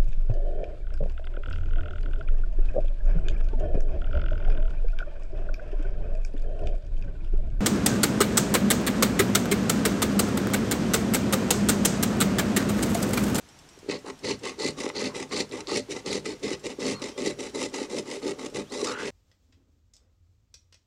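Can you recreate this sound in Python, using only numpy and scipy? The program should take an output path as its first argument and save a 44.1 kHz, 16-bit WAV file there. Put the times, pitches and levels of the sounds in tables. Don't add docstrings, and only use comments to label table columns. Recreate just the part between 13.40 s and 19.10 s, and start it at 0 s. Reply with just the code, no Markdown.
import sys
import numpy as np
from scipy import signal
from scipy.fft import rfft, irfft
from scipy.io import wavfile

SR = 44100
rng = np.random.default_rng(int(sys.argv[2]) if len(sys.argv) > 2 else 0)


def master_out(mix):
    frames = np.transpose(np.atleast_2d(mix))
    ceiling = np.clip(frames, -1, 1)
    pcm = np.round(ceiling * 32767).astype(np.int16)
    wavfile.write(sys.argv[1], SR, pcm)


N = 251590
TIME = np.arange(N) / SR
FFT_SIZE = 8192
FREQS = np.maximum(np.arange(FFT_SIZE // 2 + 1) * SR / FFT_SIZE, 1)

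# (frequency [Hz], relative level [dB])
ROOM_SPECTRUM = [(15, -28), (25, -3.5), (44, -1), (264, -4), (588, -11), (691, -8), (978, -12), (4380, -17),
                 (5570, -18.5), (6200, -16.5), (15000, -37.5)]
# (frequency [Hz], width [Hz], height [dB])
CLOCK_MODES = [(5400, 500, 17), (7540, 280, 14), (8250, 1200, 14), (9500, 930, 4)]
# (frequency [Hz], relative level [dB])
BODY_SLOPE = [(50, -21.5), (130, -24), (230, -10.5), (400, -1), (560, -14), (700, -22.5), (1150, -17.5),
              (1650, -30.5), (3200, -24.5), (4500, -15), (7500, -27), (9300, -34.5), (11500, -48.5),
              (15000, -61)]
# (frequency [Hz], width [Hz], height [dB])
BODY_MODES = [(112.3, 8.4, 11.5), (151, 7.3, 12.5), (205, 14.4, 6), (261.7, 19.4, 7.5), (305.2, 25, 5.5),
              (422, 100, 3), (503, 41, 7), (584.7, 39.5, 10), (868, 123, 8), (1077, 19, 3), (1250, 124, 5),
              (2034, 326, 16), (2550, 350, 6), (2948, 63, 6), (4010, 75, 3.5), (4563, 420, -13),
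              (5100, 98, 2), (6690, 53, 7), (6920, 43, -16), (7240, 450, 5.5), (9990, 280, 12)]
# (time [s], level [dB])
TABLE_KNOCKS = [(0.375, -35), (0.429, -34), (0.444, -34), (0.461, -31), (0.487, -15.5), (0.497, -11.5),
                (0.645, -27.5), (0.895, -18), (1.252, -14), (1.443, -16.5), (1.464, -13), (2.002, -11.5),
                (2.138, -18.5), (2.319, -14), (2.397, -16.5), (2.515, -22), (2.563, -25), (3.113, -15),
                (3.387, -19), (3.871, -12.5), (4.415, -13.5), (4.857, -15), (5.124, -38), (5.428, -13)]
# (time [s], length [s], coating rasp [dB], card rub [dB],
# table drumming [dB], swell from start to end [dB], upper over lower rasp [dB],
# singing edge over rasp [dB], top treble over rasp [dB], deep boom over drumming [dB])
COIN_STROKES = [(0.494, 0.063, -39, -44.5, -34, -1.5, -5.5, -3, -14, -9.5),
                (0.66, 0.043, -49, -44, -38, 1, -2, -6, -5, -14),
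                (0.843, 0.078, -34, -42, -31.5, 2.5, -0.5, -4, -11, -8.5),
                (1.038, 0.073, -38, -45, -36.5, -3, -2.5, -12, -10.5, -17.5),
                (1.193, 0.092, -36.5, -44, -32, 7.0, -0.5, -0.5, -7, -10),
                (1.381, 0.11, -40.5, -43, -37, -4.5, 3, -26, -8, -15),
                (1.553, 0.12, -38, -43, -32.5, 7.5, -1, -2, -10, -12.5),
                (1.752, 0.076, -37, -43.0, -35.0, -2, -0.5, -27, -8, -12.5),
                (1.92, 0.093, -36, -41.5, -32.5, 4, 1.5, -2.5, -7.5, -10.5),
                (2.124, 0.096, -45, -46, -37.5, -10, -1, -20, -9.5, -17),
                (2.282, 0.096, -37, -42.5, -33, 13, 0.5, -2, -7, -11.5),
                (2.499, 0.098, -44.5, -49, -37.5, -4.5, 1, -17.0, -8, -18),
                (2.665, 0.11, -36, -43, -31.5, 2.5, 2.0, -5.5, -8.0, -11.5),
                (2.858, 0.077, -39.5, -48, -34.5, -8, -1.5, -8, -8.5, -15),
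                (3.039, 0.104, -38.5, -46.5, -33.0, -7, 0.5, -13.5, -10.5, -12),
                (3.241, 0.084, -46, -51, -35.5, -4.5, 0, -10.5, -8.5, -16.5),
                (3.402, 0.12, -36, -43.0, -30, 7.5, -0.5, -8, -8, -14.5),
                (3.621, 0.082, -40, -46.0, -36, -4.0, 2.5, -14, -8.5, -17.0),
                (3.78, 0.12, -39.0, -46.5, -30.0, 5.5, 1, -8, -7.5, -17.5),
                (3.992, 0.097, -42.5, -50.5, -36.5, -4, 1, -16, -7.5, -19),
                (4.151, 0.11, -39, -46, -30.5, -0.5, 2, -13, -6, -22.5),
                (4.339, 0.11, -40.5, -45, -35.0, -2.5, 1, -10, -6.5, -20),
                (4.503, 0.093, -40.5, -46.5, -31.0, 3.5, 2, -17.0, -6.5, -21),
                (4.661, 0.11, -45.5, -50, -37.5, 6.5, 1, -13, -6, -23),
                (4.831, 0.085, -41.5, -45.5, -31, 1.5, 0, -9, -7, -18),
                (4.989, 0.077, -43.5, -46.5, -36.5, 4.5, 1, -15, -6.5, -20.5),
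                (5.149, 0.062, -39.5, -45, -32.5, -5, 1, -14, -8, -12.5),
                (5.324, 0.2, -39.0, -43.5, -34, 1.5, 4.5, -22, -6.5, -20),
                (5.579, 0.11, -39.5, -47, -36, 6, -3.5, -14.5, -10.5, -14.5)]
# (time [s], lift [dB])
COIN_BITES = [(0.515, 1), (1.25, -0.5), (1.405, 4.5), (2.005, 4), (2.37, 1.5), (2.519, 8.5), (3.04, 2.5),
              (3.132, 9.5), (3.262, 11.5), (3.475, 2), (3.87, 2.5), (4.236, 5.5), (4.59, 4), (4.721, 2.5),
              (5.448, 5)]
# (time [s], level [dB])
FLAKE_SNAPS = [(0.699, -29.5), (1.49, -25.5), (1.91, -42), (2.004, -20.5), (2.2057, -24), (2.271, -31),
               (2.508, -26), (2.565, -28), (2.6605, -24), (2.7284, -16), (3.027, -42), (3.6188, -26),
               (4.7128, -21.5), (5.146, -26)]
# (time [s], level [dB])
CARD_CLACKS = [(0.701, -30), (1.441, -43), (1.464, -23.5), (1.501, -23), (1.748, -30), (1.912, -30),
               (2.563, -34.5)]
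# (time [s], level [dB], pitch [Hz])
COIN_RIM_TICKS = [(1.308, -29, 8300), (1.437, -24, 6000), (2.114, -31, 3900), (2.272, -23, 4200),
                  (2.663, -26, 4600)]
# (time [s], length [s], starting centre [Hz], level [dB])
HAND_SLIDES = [(1.692, 0.035, 1000, -49), (3.551, 0.067, 1070, -50), (5.478, 0.16, 1267, -37.5)]
# (time [s], pitch [Hz], level [dB])
WHISTLE_PATHS = [
    [(3.54, 4150, -64), (3.555, 4250, -44), (3.575, 4330, -51), (3.592, 4170, -50), (3.608, 3900, -66)],
    [(3.70, 3010, -72), (3.765, 3250, -58), (3.78, 3280, -77)],
    [(5.25, 2710, -65), (5.288, 3500, -61), (5.315, 4300, -49), (5.342, 4880, -48), (5.39, 4200, -52),
     (5.43, 4300, -55), (5.465, 4730, -46), (5.50, 4400, -43), (5.55, 3980, -66)],
]
# (lead [s], attack [s per 20 dB], release [s per 20 dB],
# arch of the middle over the ends [dB], share of the swell, share of a bite)
RASP_SHAPE = (0.0015, 0.015, 0.038, 2.1, 1.04, 1.14)
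SHEEN_SHAPE = (0.0005, 0.017, 0.037, 3, 1.2, 1.15)
RUB_SHAPE = (0.0025, 0.026, 0.055, 2.2, 0.13, 0.17)
DRUM_SHAPE = (0.003, 0.027, 0.048, 1.27, 0.9, 0.52)


def from_db(db):
    return 10 ** (np.asarray(db) / 20)


def rms_one(x):
    return x / np.sqrt(np.mean(x ** 2) + 1e-20)


def drift(rate):
    knots = rng.standard_normal(20000)
    return rms_one(np.interp(TIME * rate, np.arange(len(knots)), knots))


def shape_db(points, modes=()):
    hz, db = np.transpose(points)
    humps = sum(height / (1 + (2 * (FREQS - centre) / width) ** 2) for centre, width, height in modes)
    return np.interp(np.log(FREQS), np.log(hz), db) + humps


def hump_db(hz, width_hz):
    return -20 * np.log10(1 + 2 * ((FREQS - hz) / width_hz) ** 2)


def gate_db(t, length, attack_s, release_s):
    return -20 * (np.maximum(-t, 0) / attack_s + np.maximum(t - length, 0) / release_s)


def response(db, low_hz=20, high_hz=16000, order=8):
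    band_loss = (1 + (low_hz / FREQS) ** (2 * order)) * (1 + (FREQS / high_hz) ** (2 * order))
    gain = from_db(db) / np.sqrt(band_loss)
    cepstrum = irfft(np.log(gain / gain.max() + 1e-5))
    cepstrum[1:FFT_SIZE // 2] *= 2
    cepstrum[FFT_SIZE // 2 + 1:] = 0
    ring = irfft(np.exp(rfft(cepstrum)))
    return ring / np.linalg.norm(ring)


def through(x, ring):
    return signal.oaconvolve(x.astype(np.float32), ring.astype(np.float32))[:N]


def clicks(times, sizes):
    out = np.zeros(N)
    out[np.clip(np.round(np.asarray(times) * SR).astype(int), 0, N - 1)] = sizes
    return out


def bursts(times, levels_db, decay_s):
    envelope = through(clicks(times, from_db(levels_db)), np.exp(-TIME[:FFT_SIZE] / decay_s))
    return envelope * rng.standard_normal(N)


def strikes(rows, ring, trim_db=0):
    times, levels_db = np.transpose(rows)
    return through(clicks(times, from_db(levels_db + trim_db)), ring / abs(ring).max())


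def room_tone(level_db):
    return from_db(level_db) * through(rng.standard_normal(N), response(shape_db(ROOM_SPECTRUM)))


def clockwork(level_db, weak_db, decay_s):
    first_s, beat_s = 0.088, 0.1002
    beats = np.arange(56)
    beat_db = level_db + weak_db * (beats % 2 == 0) + rng.normal(0, 1, len(beats))
    spectrum_db = shape_db([(3000, 5), (11000, -12), (15000, -13)], CLOCK_MODES)
    ticks = through(bursts(first_s + beat_s * beats, beat_db, decay_s), response(spectrum_db, 2800, 13600))
    swing = np.maximum(np.sin(np.pi * (TIME - first_s) / beat_s), 0)
    spring = from_db(-62) * np.sin(2 * np.pi * 5654 * TIME) * swing
    return ticks + spring


def table_knocks(body_db):
    return strikes(TABLE_KNOCKS, response(body_db, 193, 560, order=4), trim_db=-4.5)


def grains(per_s, spread_db):
    sizes = from_db(spread_db * np.minimum(rng.exponential(1, N), 4)) * rng.choice([-1, 1], N)
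    return rms_one(sizes * (rng.random(N) < per_s / SR))


def judder(rate, depth_db):
    return rms_one(from_db(depth_db * np.clip(drift(rate), -2, 2)))


def pressure(levels_db, shape, lag_s=0, bite_s=0.012):
    lead_s, attack_s, release_s, arch_db, swell_share, bite_share = shape
    power = np.zeros(N)
    for (start, length, _, _, _, swell_db, *_), level_db in zip(COIN_STROKES, levels_db):
        near = slice(*np.searchsorted(TIME, [start - .1, start + length + .2]))
        t = TIME[near] - start + lead_s - lag_s
        from_middle = np.clip(t / length, 0, 1) - .5
        db = level_db + swell_share * swell_db * from_middle - arch_db * (2 * from_middle) ** 2
        power[near] += from_db(db + gate_db(t, length, attack_s, release_s)) ** 2
    for at, lift_db in COIN_BITES:
        near = slice(*np.searchsorted(TIME, [at - .06, at + .06]))
        bite = np.exp(-((TIME[near] - at) / bite_s) ** 2)
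        power[near] *= from_db(bite_share * lift_db * bite) ** 2
    return np.sqrt(power)


def roaming(force, body_db, low_hz, high_hz, ripple_hz, ripple_db, spots=4):
    weights = np.array([drift(22) for _ in range(spots)])
    weights /= np.linalg.norm(weights, axis=0)
    out = 0
    for weight in weights:
        ripple = np.interp(FREQS / ripple_hz, np.arange(4000), rng.uniform(-1, 1, 4000))
        push = force * weight * rng.choice([-1, 1], N)
        out = out + through(push, response(body_db + ripple_db * ripple, low_hz, high_hz))
    return out


def coating_rasp(contact, body_db, rasp_db, bright_db, sheen_db):
    crumble = contact * grains(per_s=10000, spread_db=3.5)
    lower_db = rasp_db - 10 * np.log10(1 + from_db(bright_db) ** 2)
    lower = crumble * pressure(lower_db + 0.1, RASP_SHAPE)
    upper = crumble * pressure(lower_db + bright_db - 0.6, RASP_SHAPE)
    sheen = crumble * pressure(rasp_db + sheen_db + 0.53, SHEEN_SHAPE)
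    return (roaming(lower, body_db, 1595, 3240, ripple_hz=100.74, ripple_db=11, spots=6)
            + roaming(upper, body_db, 3380, 6670, ripple_hz=128.9, ripple_db=10)
            + roaming(sheen, body_db, 7080, 13300, ripple_hz=140.25, ripple_db=9.5))


def singing_edge(levels_db):
    spurts = grains(per_s=6700, spread_db=3) * judder(rate=220, depth_db=4.5)
    modes_db = np.maximum(hump_db(4410, width_hz=560), hump_db(6100, width_hz=1540) - 15.5)
    return through(spurts * pressure(levels_db + 1, RASP_SHAPE), response(modes_db, 1700, 8300))


def card_rub(contact, body_db, rub_db):
    friction = contact * grains(per_s=3500, spread_db=3) * pressure(rub_db + 0.53, RUB_SHAPE)
    return roaming(friction, body_db - 0.93 * np.log2(FREQS), 730, 1630, ripple_hz=54.43, ripple_db=10.5)


def table_drumming(body_db, table_db, boom_db):
    push = grains(per_s=1500, spread_db=2) * pressure(table_db - 0.3, DRUM_SHAPE)
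    drum = through(push, response(body_db, 205, 727))
    late_pressure = pressure(table_db + boom_db + 3.5, DRUM_SHAPE, lag_s=0.0089)
    late_push = grains(per_s=1500, spread_db=0.4) * late_pressure
    boom = through(late_push, response(body_db, 58, 208.6, order=6))
    return drum + boom


def scratching(body_db):
    _, _, rasp_db, rub_db, table_db, _, bright_db, edge_db, sheen_db, boom_db = np.transpose(COIN_STROKES)
    contact = judder(rate=330, depth_db=3.5)
    return (coating_rasp(contact, body_db, rasp_db, bright_db, sheen_db)
            + singing_edge(rasp_db + edge_db)
            + card_rub(contact, body_db, rub_db)
            + table_drumming(body_db, table_db, boom_db))


def flake_snaps(body_db):
    times, levels_db = np.transpose(FLAKE_SNAPS)
    return through(bursts(times, levels_db - 8.5, decay_s=0.0045), response(body_db, 1940, 12000))


def card_clacks(body_db):
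    return strikes(CARD_CLACKS, response(body_db, 720, 3000, order=4), trim_db=1.5)


def rim_ticks():
    return sum(strikes([(at, db)], response(hump_db(hz, 0.2 * hz), 2000, 11000, order=6))
               for at, db, hz in COIN_RIM_TICKS)


def glide(hz, width_hz):
    phase = 2 * np.pi * np.cumsum(hz) / SR
    return rms_one(drift(2 * width_hz) * np.cos(phase) + drift(2 * width_hz) * np.sin(phase))


def hand_slide(rise_octaves_per_s, fade_db_per_s):
    gains = []
    for start, length, _, level_db in HAND_SLIDES:
        t = TIME - start
        gate = np.maximum(gate_db(t, length, attack_s=0.02, release_s=0.07), -100)
        gains.append(from_db(level_db - fade_db_per_s * np.clip(t, 0, length) + gate))
    start, _, start_hz, _ = np.array(HAND_SLIDES)[np.argmax(gains, axis=0)].T
    hz = start_hz * 2 ** (rise_octaves_per_s * np.clip(TIME - start, -.5, .5))
    core = from_db(-1) * glide(hz, width_hz=130)
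    skirts = from_db(-3) * glide(hz, width_hz=610)
    octave = from_db(-9.5) * glide(2 * hz, width_hz=480)
    return (core + skirts + octave) * np.max(gains, axis=0) * judder(rate=330, depth_db=1.5)


def whistle(path, waver):
    times, pitches, levels_db = np.transpose(path)
    hz = np.interp(TIME, times, pitches) * (1 + waver * drift(1100))
    gain = from_db(np.interp(TIME, times, levels_db)) * (TIME > times[0]) * (TIME < times[-1])
    return np.sqrt(2) * gain * np.sin(2 * np.pi * np.cumsum(hz) / SR)


def room(direct, t60_s, wet_db):
    t = TIME[:SR // 2]
    tail = rng.standard_normal(len(t)) * from_db(-60 * t / t60_s) * (t > .004)
    return direct + from_db(wet_db) * through(direct, tail / np.linalg.norm(tail))


def scene():
    body_db = shape_db(BODY_SLOPE, BODY_MODES)
    coin = table_knocks(body_db) + scratching(body_db)
    coin += flake_snaps(body_db) + card_clacks(body_db) + rim_ticks()
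    hand = hand_slide(rise_octaves_per_s=2, fade_db_per_s=25)
    hand += sum(whistle(path, waver=0.0041) for path in WHISTLE_PATHS)
    background = clockwork(level_db=-50, weak_db=-1.5, decay_s=0.0095) + room_tone(level_db=-54)
    return (room(coin + hand, t60_s=0.19, wet_db=-17.5) + background)[None]


def record(dry):
    return signal.sosfilt(signal.ellip(10, .1, 80, 15600, fs=SR, output="sos"), dry)


dry = scene()
out = record(dry)
master_out(out)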